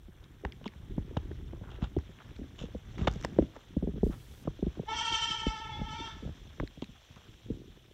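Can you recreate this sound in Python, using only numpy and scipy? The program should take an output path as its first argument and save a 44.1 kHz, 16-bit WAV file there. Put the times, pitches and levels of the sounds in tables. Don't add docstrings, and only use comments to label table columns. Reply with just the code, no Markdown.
import sys
import numpy as np
from scipy import signal
from scipy.io import wavfile
from scipy.ndimage import uniform_filter1d

SR = 44100
rng = np.random.default_rng(int(sys.argv[2]) if len(sys.argv) > 2 else 0)


def boost_factor(decibels):
    exponent = np.asarray(decibels, float) / 20
    return 10 ** exponent


def to_wav(s):
    ch = np.atleast_2d(s).T
    pcm = np.round(np.clip(ch, -1, 1) * 32767)
    wavfile.write(sys.argv[1], SR, pcm.astype(np.int16))


N = 349713


def evened(x):
    return x / np.sqrt(np.mean(x ** 2) + 1e-20)


def peaked(x):
    return x / abs(x).max()


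def read(points, hz):
    f, value = np.transpose(points)
    return np.interp(np.log(hz + 1), np.log(f + 1), value)


def add(mix, start_s, sound):
    part = mix[round(start_s * SR):][:len(sound)]
    part += sound[:len(part)]


def band(x, low_hz, high_hz):
    edges = [low_hz, min(high_hz, SR / 2.2)]
    return peaked(signal.sosfilt(signal.butter(3, edges, "bandpass", fs=SR, output="sos"), x))


def blunt(t, t60_s, rise_s):
    return boost_factor(-60 * t / t60_s) * (t / (t + rise_s)) ** 3


def wander(count, first, second):
    return evened(uniform_filter1d(uniform_filter1d(rng.standard_normal(count), size=first), size=second))


def noise(shape, patchy_db, flicker_db, size=512):
    frames, hz = N * 4 // size + 5, np.fft.rfftfreq(size, 1 / SR)
    a, b, patches = rng.standard_normal((frames, len(hz), 3)).T
    patches = evened(uniform_filter1d(uniform_filter1d(patches, size=8, axis=0), size=12, axis=1))
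    flicker = evened(uniform_filter1d(np.minimum(rng.exponential(1, frames), np.e) - 1, size=2))
    level_db = read(shape, hz)[:, None] + patchy_db * patches + flicker_db * flicker
    z = (a + 1j * b) * boost_factor(level_db)
    return evened(signal.istft(z, nperseg=size, noverlap=size * 3 // 4)[1][:N])


# start_s, peak_db, body_hz, frame_boom_db, hard_edge_db
STAMPS = [(0.448, -33, 202, -37, -37), (0.658, -30, 297, -66, -39.5), (0.978, -38, 200, -36, -40),
          (1.166, -26, 167, -37, -32), (1.825, -38, 187, -35, -50), (1.964, -23, 350, -30, -35),
          (3.011, -25.5, 129, -32.5, -43), (3.072, -25.5, 345, -35.5, -24.5), (3.245, -40, 300, -47, -40),
          (3.386, -10.5, 382, -37.5, -20.5), (3.398, -23, 352, -32, -42), (3.422, -21.5, 350, -51, -39.5),
          (3.765, -19, 197, -32, -41.5), (3.824, -21.5, 187, -40, -40), (3.871, -21, 198, -41, -39.5),
          (4.031, -18, 166, -28, -30), (4.063, -20.5, 240, -31, -43), (4.473, -22.5, 188, -38.5, -31.5),
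          (4.625, -19.5, 200, -36, -39), (4.666, -22, 171, -35, -43), (4.793, -26, 148, -59, -39.5),
          (5.466, -24, 176.7, -31, -46), (6.598, -30, 376, -35, -36), (6.821, -37, 306, -55, -44)]
# start_s, peak_db, body_hz, hard_edge_db
LIGHT_STEPS = [(0.611, -45, 136, -51.5), (1.308, -37, 183, -49.5), (1.531, -33.5, 176, -46.5),
               (1.61, -41, 135, -50), (2.613, -36, 132, -45), (2.987, -29, 186, -48),
               (3.029, -33, 120, -55), (3.157, -34, 187, -48), (3.328, -38, 177, -64),
               (3.362, -34, 200, -52), (3.936, -32.5, 160, -57), (3.976, -35, 167, -55),
               (4.45, -36, 143, -55), (5.117, -34.5, 165, -70), (5.813, -27, 132, -42),
               (5.93, -37, 135.7, -54), (6.252, -31, 137, -49), (6.273, -36, 132, -46.5),
               (6.289, -34, 155, -47.5), (6.627, -31, 134, -45), (6.772, -40.5, 158, -53),
               (6.886, -40.5, 151, -68), (7.283, -44.5, 153.6, -74), (7.453, -43, 130, -77),
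               (7.54, -39, 100, -70), (7.69, -42.5, 100, -70.5), (7.1, -45, 119, -71),
               (3.44, -34, 140, -60),
               (2.389, -33.5, 216, -55), (2.413, -34, 345, -53), (2.438, -41, 353, -54),
              (2.635, -29.5, 227, -52), (2.747, -29.5, 259.8, -42), (3.562, -50, 386, -44.5),
              (3.957, -31.5, 317, -54), (4.094, -27, 206, -50), (4.589, -39.5, 402, -50),
              (4.77, -35.5, 414, -53), (5.79, -38, 330, -50), (5.999, -35.5, 422, -68),
              (6.226, -34, 251, -61), (7.5, -25, 240, -47.5), (7.484, -43, 249, -60),
              (3.836, -27.5, 230, -50), (3.885, -28.5, 240, -50), (.08, -43.5, 221, -61),
              (2.09, -41.5, 210, -58), (5.3, -38.5, 199, -62)]


def thuds():
    sag_hz, sag_s = 240, 0.0063
    light_boom_db = -13
    ring_s, ring_db, ring_halves_db = 0.04, -27.5, 25
    light = [(s, db, hz, db + light_boom_db, edge_db) for s, db, hz, edge_db in LIGHT_STEPS]
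    steps = STAMPS + light
    out, t = np.zeros(N), np.arange(6000) / SR
    edge_turns = 390 * t + 2.1 * (1 - np.exp(-t / 0.0035))
    edge = peaked(blunt(t, 0.021, 0.0034) * np.sin(2 * np.pi * edge_turns))
    for (start_s, peak_db, hz, boom_db, edge_db), r in zip(steps, rng.random((len(steps), 5))):
        t60_s = ring_s * 2 ** ((ring_db - peak_db) / ring_halves_db)
        turns = 0.628 * hz * t + sag_hz * sag_s * (1 - np.exp(-t / sag_s))
        first = np.sin(2 * np.pi * (turns + 0.14 * r[0] + .05))
        other_hz = hz * (1.7 if hz < 260 else .55) * (0.885 + 0.35 * r[3])
        second = 0.61 * boost_factor(-.9 * other_hz * t) * np.sin(2 * np.pi * (other_hz * t + r[4]))
        body = blunt(t, max(t60_s, .01), 0.0032) * (first + second)
        boom = blunt(t, 0.07, 0.0085) * np.sin(2 * np.pi * ((45 + 28 * r[1]) * t + r[2]))
        add(out, start_s, boost_factor(peak_db) * peaked(body))
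        add(out, start_s, boost_factor(boom_db + 7) * peaked(boom))
        add(out, start_s, boost_factor(edge_db + 2.5) * edge)
    return out


# start_s, peak_db, pitch_hz
PUSHES = [(0.798, -41, 140), (1.106, -39, 139), (1.167, -24, 146), (1.53, -37, 142), (1.824, -27, 161),
          (1.839, -35, 144), (1.868, -38, 91), (1.97, -25, 115), (2.416, -39, 151), (2.908, -40, 127),
          (2.973, -38, 143), (3.012, -29, 114), (3.043, -31, 129), (3.08, -24, 138), (3.103, -35, 141),
          (3.158, -35, 143), (3.244, -36, 144), (3.26, -38, 137), (3.326, -37, 137), (3.409, -27, 127),
          (3.423, -32, 130), (4.029, -23, 144), (4.066, -31, 157), (4.096, -32, 150), (4.111, -38, 149),
          (4.132, -38, 118), (4.173, -39, 100), (4.473, -27, 160), (4.491, -35, 107), (4.664, -29, 160),
          (5.117, -38, 159), (5.48, -36, 91), (5.984, -40, 125), (6.598, -31, 119), (6.63, -34, 119),
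          (7.508, -34, 115)]
# start_s, peak_db, pitch_hz
LURCHES = [
    (0.762, -43, 54),
    (0.998, -32, 54),
    (1.136, -41, 53),
    (1.233, -39, 52),
    (1.276, -41, 56),
    (1.548, -40, 49),
    (2.985, -33, 52),
    (3.77, -31, 53),
    (3.874, -38, 53),
    (6.311, -42, 57),
]
# start_s, peak_db, pitch_hz
BUMPS = [(.446, -33, 443), (.757, -42, 130), (.833, -44, 125), (.86, -45, 120), (.93, -39, 110),
         (.979, -18.5, 200), (1.824, -25, 170), (1.97, -29, 110), (3.08, -28, 105), (4.034, -22, 160),
         (7.506, -31, 100), (.659, -32, 400), (4.794, -30, 270), (2.612, -38, 270), (3.769, -30, 400),
         (1.046, -37, 160), (7.165, -44, 160), (.19, -41, 52), (1.4, -42, 250), (6.598, -35, 105),
         (3.02, -37, 600), (3.252, -30, 280), (6.821, -36, 180), (1.146, -45, 327), (1.634, -45, 507),
         (1.659, -45, 331), (1.985, -43, 393), (3.012, -35, 396), (3.044, -37, 421), (3.399, -26, 357),
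         (4.452, -43, 356), (5.467, -21, 390), (5.767, -44, 335), (6.223, -41, 348), (6.25, -37, 364),
         (6.823, -28, 310), (3.2475, -23.5, 600)]


def pushes():
    out, turns = np.zeros(N), 1.8
    for start_s, peak_db, hz in PUSHES + LURCHES + BUMPS:
        u = np.arange(0, 1, hz / turns / SR)
        swell = np.sin(np.pi * u ** .8) ** 2
        add(out, start_s, boost_factor(peak_db) * swell * np.sin(2 * np.pi * turns * u ** .85))
    return out


# start_s, peak_db, centre_hz, top_edge_db
TIPS = [(0.241, -48.5, 3220, -59), (0.4496, -27, 1640, -52), (0.5218, -36, 4100, -66),
        (0.642, -41, 3000, -72), (0.678, -33.5, 4100, -62), (0.736, -46.5, 1800, -71),
        (1.168, -34, 1700, -62), (1.315, -45, 1680, -65), (1.5333, -46.5, 1700, -68),
        (1.6995, -49, 1510, -68), (1.7557, -47, 1810, -67), (1.809, -55.5, 2970, -62),
        (1.8424, -36.5, 3010, -54), (1.9872, -40, 1590, -52), (2.1877, -43.5, 2320, -73),
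        (2.3077, -49.5, 2040, -70), (2.363, -46.5, 2920, -60), (2.56, -55, 3030, -68),
        (3.0746, -19.5, 2900, -65), (3.386, -33, 1900, -64), (3.424, -42.5, 2430, -67),
        (3.5643, -42, 1710, -54), (6.5992, -26.5, 1680, -54), (6.675, -38, 3670, -54),
        (6.8206, -38.5, 3930, -69), (6.842, -38, 3800, -52), (7.1596, -47, 3340, -54)]
# start_s, peak_db, top_edge_db
SNAPS = [(2.9819, -35.5, -52), (2.9892, -50, -58), (3.0102, -43.5, -55), (3.025, -50, -55),
         (3.0354, -44, -60), (3.048, -43.5, -59), (3.081, -27.5, -37), (3.1133, -62, -45),
         (3.1256, -48.5, -46), (3.137, -46.5, -43), (3.1587, -50.5, -50), (3.2117, -45, -44),
         (3.226, -40.5, -43), (3.2357, -42, -44), (3.248, -25, -30)]


def clicks():
    out, t = np.zeros(N), np.arange(2000) / SR
    snap_hz = 1900
    for start_s, peak_db, hz, top_db in TIPS + [(s, db, snap_hz, top) for s, db, top in SNAPS]:
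        burst = rng.standard_normal(len(t)) * boost_factor(-60 * t / 0.0068) * t / (t + 0.00022)
        top = band(burst, 4500, 7000) + boost_factor(-22.0) * band(burst, 11300, 15500)
        add(out, start_s, boost_factor(peak_db) * band(burst, hz / 2.16, hz * 1.19) + boost_factor(top_db) * top)
    return out


# start_s, peak_db, pitch_hz
LID_CHATTER = [(0.436, -36.5, 374), (1.079, -47, 334), (1.11, -41, 396), (1.311, -37, 374),
               (1.574, -48, 347), (1.785, -43, 398), (1.967, -24.5, 376), (2.685, -46, 412),
               (3.156, -44, 301), (3.916, -48, 300), (3.958, -32, 328), (3.979, -35, 318),
               (4.032, -16.5, 390), (4.796, -27.5, 333), (4.832, -40.5, 425), (5.36, -55, 439),
               (6.581, -48, 401), (6.632, -29, 347), (7.461, -49, 350), (7.501, -28.5, 303),
               (7.524, -41, 301), (7.539, -42, 301), (7.555, -46, 301), (7.57, -42, 300), (7.582, -52, 382),
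               (7.599, -46, 301), (7.616, -42.5, 326), (7.641, -49, 350), (7.677, -64, 388),
               (7.772, -50, 385), (7.851, -57, 358), (7.911, -51.5, 386)]
# start_s, peak_db, pitch_hz
CUP_RIMS = [(0.449, -30.5, 867), (0.523, -46, 2100), (0.642, -49, 950), (0.657, -33.5, 950),
            (0.679, -44, 1950), (0.98, -42, 900), (1.841, -40, 837), (3.247, -30, 950), (1.168, -44, 3500),
            (1.172, -43, 2900), (1.964, -51, 3100), (6.821, -39, 900), (6.83, -49, 930), (7.16, -52, 1050),
            (1.168, -29, 854), (3.074, -20.5, 818), (3.386, -27.5, 810), (3.564, -47, 939),
            (4.475, -35, 1090), (6.29, -53, 888), (6.599, -32, 918)]


def rings():
    out, t = np.zeros(N), np.arange(3000) / SR
    for table, t60_s, gain_db, sag in ((LID_CHATTER, .017, .5, .4), (CUP_RIMS, .013, -3.5, .25)):
        for start_s, peak_db, hz in table:
            turns = (1 - sag) * hz * t + 2 * sag * hz * 0.0061 * (1 - np.exp(-t / 0.0059))
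            ring = blunt(t, t60_s, .0022) * np.sin(2 * np.pi * turns)
            add(out, start_s, boost_factor(peak_db + gain_db) * peaked(ring))
    return out


# start_s, length_s, dull_db, bright_db
SCRAPES = [(.655, 0.018, -54, -50), (1.167, 0.0084, -40.5, -47), (1.634, 0.21, -51.5, -81),
           (2.2, 0.022, -49.5, -70), (1.819, 0.046, -44.5, -54.5), (1.7, 0.089, -56, -59.5),
           (2.582, 0.075, -52, -47.5), (2.978, 0.12, -47, -53.5), (3.24, 0.013, -47, -49),
           (3.071, 0.011, -30, -37.5), (.449, 0.0047, -41, -52.5), (6.598, 0.0092, -51, -59),
           (5.5, 0.04, -60, -75), (4.104, 0.045, -50.5, -62), (6.82, 0.015, -57, -54),
           (7.2, 0.018, -64, -77), (7.165, 0.021, -55, -71), (3.535, 0.063, -53, -76)]


def scrapes():
    out, n = np.zeros(N), round(.2 * SR)
    t = np.arange(n) / SR
    slips_per_s, puff_s = 250, 0.0013
    for start_s, length_s, dull_db, bright_db in SCRAPES:
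        slips = boost_factor(2.0 * rng.exponential(1, n)) * (rng.random(n) < slips_per_s / SR)
        grain = signal.lfilter([1], [1, -np.exp(-1 / (puff_s * SR))], slips) + .5
        drag = grain * rng.standard_normal(n) * np.clip(t / 0.00097, 0, 1) * np.exp(-(t / length_s) ** 3)
        dull = band(drag, 330, 1550)
        bright = band(drag, 2700, 3700) + boost_factor(-14) * band(drag, 5260, 7070)
        add(out, start_s, boost_factor(dull_db + 7.5) * dull + boost_factor(bright_db + 10.5) * bright)
    return out


# time_s, effort_db, resting_pitch_hz, brightness_db_per_octave (mouth opening)
BLEAT = [
    (4.89, -28, 444.4, -5.5),
    (4.949, -39, 440.5, 3),
    (5.13, -34, 443, 2.5),
    (5.249, -36, 440.4, 3),
    (5.55, -42, 433.2, -0.5),
    (5.8, -45.5, 422.5, -2.5),
    (6.031, -42.5, 443.7, 1),
    (6.075, -49, 440, 1),
    (6.15, -60, 430, .3),
]
# time_s, lift_share of pitch, push_db of air just after
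QUAVER = [(4.948, 0.077, 3.2), (5.028, 0.08, 4.5), (5.099, 0.071, 4), (5.191, 0.068, 3.5),
          (5.268, 0.055, 3), (5.354, 0.068, 0), (5.438, 0.047, 2.5), (5.53, 0.043, -0.6),
          (5.617, 0.052, 0.7), (5.688, 0.06, -0.7), (5.78, 0.065, -2.5), (5.864, 0.065, 0),
          (5.956, 0.071, 0.5), (6.025, 0.047, 0.8)]
# freq_hz, level_db
THROAT = [(440, -18.5), (890, -3), (1380, -9.5), (1780, -6), (2020, -2), (2400, -10.5), (2680, -9),
          (3110, 7), (3550, -12), (4800, -14.5), (5700, -8), (6200, -14), (6700, -26), (7400, -18.5),
          (10500, -55)]
# time_s, resonance_hz
JAW = [
    (4.89, 820),
    (4.925, 820),
    (4.96, 1150),
    (5.1, 1000),
    (5.25, 1200),
    (5.45, 1000),
    (5.9, 1030),
    (6.05, 1150),
    (6.09, 1500),
]
# time_s, unevenness_share
PAIRING = [
    (4.89, 0),
    (4.92, .18),
    (5.02, .14),
    (5.08, .03),
    (6.04, .02),
    (6.07, .5),
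    (6.13, .35),
]


def bleat():
    attack_s, attack_db, scoop = .028, -32, 0.075
    whimper_s, whimper_db_per_s = .11, -40
    mouth_rest, mouth_per_db = 1.047, -.017
    closing = .045
    jerk_s, push_lag_s, push_s = .044, 0.036, 0.022
    jaw_db, jaw_width_hz, breath_db = 11, 450, -26

    s, *columns = np.transpose(BLEAT)
    t = np.arange(s[0] - attack_s, s[-1] + whimper_s, 1 / SR)
    effort_db, hz, tilt_db = (np.interp(t, s, c) for c in columns)
    early = np.clip((s[0] - t) / attack_s, 0, 1)
    effort_db = effort_db + attack_db * early + whimper_db_per_s * np.maximum(t - s[-1], 0)
    mouth = mouth_rest + mouth_per_db * tilt_db * (t > s[1]) + closing * (t > s[-3] - .1)

    jerk, lifts = np.zeros(len(t)), np.zeros(len(t))
    for at, lift, push_db in QUAVER:
        pulse = np.exp(-abs((t - at) / (jerk_s / 2)) ** 3)
        jerk += pulse
        lifts += lift * pulse
        effort_db += push_db * np.exp(-((t - at - push_lag_s) / push_s) ** 2)
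    jitter = (.004 + .018 * (t > 6.06)) * wander(len(t), 500, 500)
    hz = hz * (1 - scoop * early) * (1 + lifts + jitter)
    turns = np.cumsum(hz) / SR

    k = np.arange(1, 24)[:, None]
    shift = np.where((k > 4) & (k < 10), mouth, 1)
    line_db = read(THROAT, k * hz / shift) + np.log2(np.maximum(k, 2) / 2) * tilt_db
    line_db -= jerk * (.8 + 0.034 * k ** 2)
    jaw_hz = np.interp(t, *np.transpose(JAW))
    lines = boost_factor(line_db + jaw_db * np.exp(-((k * hz - jaw_hz) / jaw_width_hz) ** 2))
    flicker = evened(uniform_filter1d(rng.standard_normal((len(t) // 200 + 1, len(k))), size=3, axis=0))
    flicker_db = np.minimum(1.2 + .4 * k.T, 3.5) * flicker
    lines *= boost_factor(flicker_db).repeat(200, axis=0)[:len(t)].T
    lines = uniform_filter1d(lines, size=200)
    voice = (lines * np.cos(2 * np.pi * k * turns + .3 * k ** 2)).sum(0)

    air = signal.lfilter(*signal.butter(2, 150, fs=SR), rng.standard_normal((2, len(t))))
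    air = np.sqrt(2) * boost_factor(breath_db) * evened(air)
    gap = 2 * np.pi * (k[4:] - .5) * turns
    voice += (lines[4:] * (air[0] * np.cos(gap) + air[1] * np.sin(gap))).sum(0)
    voice /= np.sqrt(uniform_filter1d(voice ** 2, size=8000))

    uneven = np.interp(t, *np.transpose(PAIRING))
    pairs = 1 + uneven * np.cos(np.pi * turns)
    hoarse = 1 + (.07 + .7 * uneven * (t > 6)) * wander(len(t), 50, 40)
    out = np.zeros(N)
    add(out, t[0], boost_factor(effort_db) * voice * pairs * hoarse)
    return out


# freq_hz, t60_s
ROOM = [(200, .25), (900, .38), (3000, .32), (8000, .2)]


def room(x):
    taps = np.zeros(SR // 2)
    at = np.arange(300, SR // 2 - 20, 20)
    taps[at + rng.integers(0, 20, len(at))] = rng.choice([-1., 1.], len(at))
    hz, t, z = signal.stft(taps, SR, nperseg=256)
    tail = signal.istft(z * boost_factor(-60 * t / read(ROOM, hz)[:, None]), SR, nperseg=256)[1]
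    return signal.fftconvolve(x, tail / np.linalg.norm(tail))[:N]


# time_s, stir_db
STIR = [(0, -60), (.5, -52.5), (.72, -57), (.93, -44.5), (1.45, -46), (2.2, -54.5), (2.7, -49), (2.88, -55),
        (3.06, -38), (3.42, -46.5), (3.6, -61), (4, -44.5), (4.35, -54), (5.55, -55), (5.78, -48.5),
        (6.5, -53.5), (7.02, -68), (7.56, -54)]
# time_s, rub_db
RUBS = [(0, -72.5), (.3, -69.5), (.75, -68), (1.35, -66), (1.67, -69.5), (2.14, -65), (2.62, -66),
        (2.86, -65), (3.09, -60.5), (3.33, -63.5), (3.57, -65), (3.81, -68.5), (4.1, -66.5), (4.76, -65),
        (6.36, -64), (6.7, -67), (7.2, -65), (7.92, -69.5)]
# freq_hz, level_db
RUMBLE = [(12, -44.5), (24, -20.5), (42, 0), (60, -3), (130, -5.5), (170, -29), (290, -120)]
# freq_hz, level_db
CUSHION = [(53, -22.5), (90, -0.5), (214, -5), (371, -8), (555, -27.5), (700, -47), (910, -38),
           (1540, -120)]
# freq_hz, level_db
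SCUFF = [(290, -31), (500, -2), (802, -5.5), (1760, -6.5), (2400, -12), (3120, -51), (5280, -120)]
# freq_hz, level_db
RUSTLE = [(1180, -37), (2000, -7.5), (2950, 0), (3370, 4), (4800, -15), (5300, -8.5), (6130, -7),
          (6740, -16), (7360, -11.5), (9000, -48.5), (11700, -64.5), (19800, -120)]


def sofa():
    t = np.arange(N) / SR
    stir_db = np.interp(t, *np.transpose(STIR)) + 52
    stir_db -= 26 * np.maximum(t - STIR[-1][0], 0)
    rub_db = np.interp(t, *np.transpose(RUBS))
    rumble = boost_factor(-50.5 + 0.96 * stir_db) * noise(RUMBLE, 3.0, 0.46, size=2048)
    creak = boost_factor(-52.5 + 0.9 * stir_db - 2.0) * noise(CUSHION, 3.26, 3.8, size=512)
    scuff = boost_factor(rub_db + 2 - .5 * t) * noise(SCUFF, 1.9, 2.64, size=256)
    rustle = boost_factor(rub_db - 1.5 + 0.4249 * t) * noise(RUSTLE, 1.5, 1.4, size=256)
    return rumble + creak + scuff + rustle


def lens():
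    steps_per_s = 60
    steps = np.zeros(N)
    at = np.arange(.483 % (1 / steps_per_s), N / SR - .1, 1 / steps_per_s)
    steps[(at * SR).astype(int)] = rng.random(len(at)) ** 2
    t = np.arange(400) / SR
    modes = sum(gain * np.sin(2 * np.pi * hz * t) for hz, gain in ((1600, 1), (7200, .7), (6200, .4)))
    return boost_factor(-59) * signal.oaconvolve(steps, boost_factor(-60 * t / .006) * modes)[:N]


def scene():
    voice = bleat()
    soft = thuds() + rings() + pushes()
    hard = clicks() + scrapes()
    wet = room(boost_factor(-2.5) * voice + boost_factor(-26.0) * soft + boost_factor(-22.5) * hard)
    return (boost_factor(-4.0) * voice + soft + hard + wet + sofa() + lens())[None]


# freq_hz, level_db
HISS = [(4410, -31), (7500, -14.5), (8170, -4.5), (10300, -10), (11800, -6), (15100, -7.5), (15600, -9)]
# on_s, off_s
LOW_GAIN = [
    (4.034, 4.441),
]
# freq_hz, level_db
STAGE_HISS = [(2350, -30), (4000, -1), (7530, -4), (12400, -5.5), (15600, -6)]


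def microphone_hiss():
    t = np.arange(N) / SR
    stage = sum((t > on_s) & (t < off_s) for on_s, off_s in LOW_GAIN)
    return boost_factor(-79) * noise(HISS, .3, .3) + boost_factor(-66) * stage * noise(STAGE_HISS, .3, .3)


def top_cut(x):
    return signal.sosfilt(signal.butter(12, 16370, fs=SR, output="sos"), x)


def record(dry):
    port = signal.butter(2, 30, "highpass", fs=SR, output="sos")
    heard = signal.sosfilt(port, dry + microphone_hiss())
    edge = signal.firwin(511, 15800, window=("kaiser", 9), fs=SR)[None]
    return top_cut(signal.oaconvolve(heard, edge, "same"))


dry = scene()
out = record(dry)
to_wav(out)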